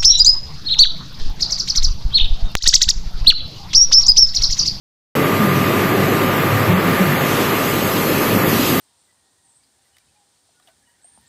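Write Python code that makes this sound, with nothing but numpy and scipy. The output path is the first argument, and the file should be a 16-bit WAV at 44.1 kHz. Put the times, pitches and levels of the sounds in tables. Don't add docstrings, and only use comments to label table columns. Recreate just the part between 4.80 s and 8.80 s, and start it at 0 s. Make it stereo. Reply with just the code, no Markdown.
import sys
import numpy as np
from scipy import signal
from scipy.fft import rfft, irfft, next_fast_len
from scipy.io import wavfile
from scipy.ndimage import uniform_filter1d, map_coordinates

SR = 44100
rng = np.random.default_rng(int(sys.argv[2]) if len(sys.argv) > 2 else 0)


def linear_from_db(decibels):
    return 10 ** (np.asarray(decibels, float) / 20)


def dump_mix(stems):
    frames = np.atleast_2d(stems).T
    limited = np.clip(frames, -1, 1)
    pcm = np.round(limited * 32767).astype(np.int16)
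    wavfile.write(sys.argv[1], SR, pcm)


N = 176400

# pitch in [Hz],
# left level first, left last, right first, right last in [dB].
MACHINE_LINES = [(48.4, -47, -44, -46, -44), (101, -29, -37, -30, -38), (144.3, -30, -33, -30, -33),
                 (185, -33, -38, -33, -38), (399, -32, -36, -34, -35), (799, -42, -43, -42, -42),
                 (1060, -50, -42, -37, -41), (1133, -25, -34, -50, -38), (1206, -30, -32, -26, -32),
                 (1269, -44, -40, -42, -41), (1599, -49, -40, -36, -40), (1687, -41, -55, -55, -50),
                 (1745, -52, -39, -48, -39), (1998, -48, -55, -40, -41), (2018, -40, -48, -47, -40),
                 (2046, -48, -46, -37, -41), (4037, -58, -51, -55, -53), (4560, -58, -58, -66, -52),
                 (5146, -58, -52, -54, -56), (10141, -48, -52, -63, -59), (10544, -57, -54, -66, -69),
                 (7930, -61, -57, -51, -49), (8000, -55, -49, -47, -47), (8071, -55, -59, -46, -51)]
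# start in [s], level in [dB], start pitch in [Hz], rest pitch in [Hz],
# 60 dB decay time in [s].
BED_THUMPS = [(0.594, -13, 236, 172, 0.55), (.655, -11, 150, 133.3, 0.57), (.77, -11.5, 201, 190, 0.2),
              (.85, -16, 109.4, 102, .5), (1.16, -10, 196.5, 192, 0.16), (1.722, -16.5, 108.4, 103.4, 0.86),
              (1.55, -21.5, 143.8, 142.2, 1.15), (1.801, -23.5, 133, 154, 1.2),
              (1.87, -14.5, 105.7, 103, 0.58), (2.27, -15.5, 147.3, 142.8, 0.87),
              (3.631, -17, 158, 148, 0.34), (1.894, -8.5, 175, 187, 0.48), (2.04, -12.5, 190, 150, 0.35),
              (2.2, -11.5, 189, 183, 0.42), (2.98, -34, 301, 298.4, 0.65), (3.52, -20, 214, 204, 0.37),
              (3.891, -19.5, 264.5, 230, 0.28)]
# time in [s], air hiss in [dB],
# left port hiss in [dB], right port hiss in [dB].
TURN_TO_DOOR = [(0.4, -33, -32, -55), (1.86, -34.5, -32, -44), (1.94, -38, -34, -42),
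                (2.17, -32.5, -31, -38), (2.34, -33.5, -31, -36), (2.51, -29, -30, -36),
                (3.33, -29, -26.5, -40.5), (3.66, -30.5, -26.5, -38), (3.68, -27, -24, -42),
                (3.82, -24.5, -24.5, -40), (4.0, -27, -25.5, -40)]
# frequency in [Hz], density in [dB per Hz].
RUMBLE_SPECTRUM = [(20, -46), (60, -33), (80, -21), (96, -8), (288, -3.5), (377, -4.5), (525, -9),
                   (1170, -32.5), (1980, -120)]
# frequency in [Hz], density in [dB per Hz].
FAN_SPECTRUM = [(330, -120), (500, -4.5), (624, -5.5), (749, -7.5), (1170, -3.5), (1500, -7), (1980, -7),
                (5000, -25), (6500, -33)]
# frequency in [Hz], density in [dB per Hz].
AIR_SPECTRUM = [(1200, -120), (2500, 0), (3950, -3.5), (5600, -6), (6700, -6), (7200, -10), (8300, -7),
                (10000, -18.5), (13000, -58)]
# frequency in [Hz], density in [dB per Hz].
LEFT_PORT_SPECTRUM = [(6000, -120), (8500, -53), (9210, -10), (11100, -4), (11700, 2), (12200, 2.5),
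                      (14700, -5), (15500, -10), (15900, -50)]
# frequency in [Hz], density in [dB per Hz].
RIGHT_PORT_SPECTRUM = [(7000, -120), (8500, -8), (10000, -1), (11400, -8), (11800, -3), (14900, -4),
                       (15200, -43)]
# frequency in [Hz], left-right correlation in [-1 to 1].
LIKENESS = [(60, 0.89), (130, 1), (290, 0.83), (640, 0.36), (1410, -0.14), (3100, -0.099), (6820, -0.14),
            (15000, -0.2)]
# frequency in [Hz], left over right in [dB].
STEREO_LEAN = [(60, 3), (380, -2.5), (700, 0.5), (1290, -1.5), (2380, -6.5), (4400, 1), (6700, -3),
               (7100, -8.5), (8300, -2.5)]
# frequency in [Hz], threshold over the usual level in [dB].
GATE_THRESHOLD = [(2800, -8), (3700, -1.5), (4600, -1.8), (5600, -.3), (6500, -2), (8000, -2.5), (8400, .2),
                  (9400, .4), (10500, -1.8), (12000, -4)]
# centre in time in [s], level in [dB], length in [s], centre pitch in [Hz].
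AIR_PUFFS = [
    (2.55, -37, 0.077, 9800),
    (3.78, -34, 0.14, 4560),
]

RUMBLE_DB, FANS_DB, AIR_DB, LEFT_PORT_DB = -17.5, -18, 4, 6.5
PUFF_WIDTH_HZ = 320
PITCH_WANDER, SHARED_SWAY_DB, OWN_SWAY_DB = 0.0003, 1.4, 1.2
GLIDE_S, SWELL_S, THUMP_ROUGHNESS = 0.069, 0.008, 0.54
START_S, FADE_S = 0.352, 0.00087
DUCK_DB_PER_DB, DUCK_S = 0.23, 0.16
CEILING = 1.4
GATE_DEPTH_DB, TOP_HZ, TOP_OPEN = -45, 15050, 0.2


def unit(x):
    return x / np.sqrt(np.mean(x ** 2) + 1e-20)


def along(points, hz):
    f, v = np.transpose(points)
    return np.interp(np.log(hz + 1), np.log(f + 1), v)


def wobble(rate):
    knots = rng.standard_normal(int(N * 20 / SR) + 8)
    return map_coordinates(knots, [np.arange(N) * min(rate, 20) / SR])


def filtered(x, response):
    m = next_fast_len(N + 8192)
    return irfft(rfft(x, m) * response(np.fft.rfftfreq(m, 1 / SR)), m)[..., :N]


def smoothed(field, bands, frames):
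    return uniform_filter1d(uniform_filter1d(field, size=bands, axis=0), size=frames, axis=1)


def rush(spectrum, patchy_db):
    z = signal.stft(rng.standard_normal((2, N)), nperseg=512)[2]
    patches = unit(smoothed(rng.standard_normal(z.shape[1:]), 5, 10))
    pair = signal.istft(z * linear_from_db(patchy_db * patches), nperseg=512)[1][:, :N]

    def mid_side(hz):
        angle = np.arccos(np.clip(along(LIKENESS, hz), -1, 1)) / 2
        return linear_from_db(along(spectrum, hz)) * [np.cos(angle), np.sin(angle)]

    def lean(hz):
        return linear_from_db(np.outer([0.5, -0.5], along(STEREO_LEAN, hz)))

    mid, side = filtered(pair, mid_side)
    return unit(filtered(np.array([mid + side, mid - side]), lean))


def room_rumble():
    return linear_from_db(RUMBLE_DB + 1.7 * wobble(5.15)) * rush(RUMBLE_SPECTRUM, patchy_db=1.23)


def port_hiss(left_db, right_db):
    left = linear_from_db(LEFT_PORT_DB + left_db) * rush(LEFT_PORT_SPECTRUM, patchy_db=0.9)[0]
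    right = linear_from_db(right_db) * rush(RIGHT_PORT_SPECTRUM, patchy_db=0.8)[1]
    return np.array([left, right])


def air_hiss():
    s, *columns = np.transpose(TURN_TO_DOOR)
    hiss_db, left_db, right_db = [np.interp(np.arange(N) / SR, s, c) for c in columns]
    air = linear_from_db(AIR_DB + hiss_db + 0.4 * wobble(9)) * rush(AIR_SPECTRUM, patchy_db=1.4)
    return air + port_hiss(left_db, right_db)


def air_puffs():
    t, out = np.arange(N) / SR, np.zeros((2, N))
    for s, db, length, centre_hz in AIR_PUFFS:
        band = filtered(rng.standard_normal((2, N)), lambda f: np.exp(-((f - centre_hz) / PUFF_WIDTH_HZ) ** 2))
        out += linear_from_db(db) * np.exp(-((t - s) / length) ** 2) * unit(band)
    return out


def cabinet_fans():
    return linear_from_db(FANS_DB + 0.89 * wobble(2.24)) * rush(FAN_SPECTRUM, patchy_db=0.7)


def machine_line(hz, *levels_db):
    phase = 2 * np.pi * np.cumsum(hz * (1 + PITCH_WANDER * wobble(8))) / SR
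    apart = 1 - np.clip(along(LIKENESS, hz), 0, 1)
    turn = np.arange(N) / N
    shared_db = SHARED_SWAY_DB * wobble(5.65)
    sides = []
    for first_db, last_db in np.reshape(levels_db, (2, 2)):
        own_db = first_db + (last_db - first_db) * turn + apart * OWN_SWAY_DB * wobble(4.2)
        offset = apart * 2 * np.pi * rng.random()
        sides.append(np.sqrt(2) * linear_from_db(shared_db + own_db) * np.sin(phase + offset))
    return np.array(sides)


def motors():
    return sum(machine_line(*row) for row in MACHINE_LINES)


def slide_thumps():
    out, t = np.zeros(N + SR), np.arange(SR) / SR
    for s, db, start_hz, rest_hz, t60 in BED_THUMPS:
        pitch_hz = rest_hz + (start_hz - rest_hz) * np.exp(-t / GLIDE_S)
        phase = 2 * np.pi * np.cumsum(pitch_hz) / SR
        rough = 1 + THUMP_ROUGHNESS * map_coordinates(rng.standard_normal(64), [t * 45])
        envelope = linear_from_db(db + 2.5 - 60 * t / t60) * (1 - np.exp(-t / SWELL_S))
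        out[round(s * SR):][:SR] += envelope * rough * np.sin(phase)
    return out[:N]


def scene():
    return room_rumble() + air_hiss() + air_puffs() + cabinet_fans() + motors() + slide_thumps()


def gain_control(x):
    power = uniform_filter1d(np.mean(x ** 2, 0), int(DUCK_S * SR))
    level_db = 10 * np.log10(np.abs(power) + 1e-9)
    gain = linear_from_db(-DUCK_DB_PER_DB * np.maximum(level_db - np.median(level_db), 0))
    return CEILING * np.tanh(x * gain / CEILING)


def treble_dropouts(x):
    hz, t, z = signal.stft(x, SR, window="cosine", nperseg=2048)
    power = smoothed(np.mean(np.abs(z) ** 2, 0), 4, 2)
    usual = smoothed(power, 31, 9)
    threshold = linear_from_db(2 * along(GATE_THRESHOLD, hz))[:, None]
    weak = (power < usual * threshold) & (hz > GATE_THRESHOLD[0][0])[:, None]
    closed = rng.random(len(t)) > TOP_OPEN * (1 + 3 * t / t[-1])
    shut = np.repeat(closed, 3)[:len(t)] & (hz > TOP_HZ)[:, None]
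    gain = np.where(weak | shut, linear_from_db(GATE_DEPTH_DB), 1)
    return signal.istft(z * gain, SR, window="cosine", nperseg=2048)[1][:, :N]


def roll_off(x):
    return signal.sosfilt(signal.butter(12, 15550, fs=SR, output="sos"), x)


def record(dry):
    opened = np.clip((np.arange(N) / SR - START_S) / FADE_S, 0, 1)
    mix = treble_dropouts(gain_control(dry)) * opened
    return roll_off(mix)


dry = scene()
out = record(dry)
dump_mix(out)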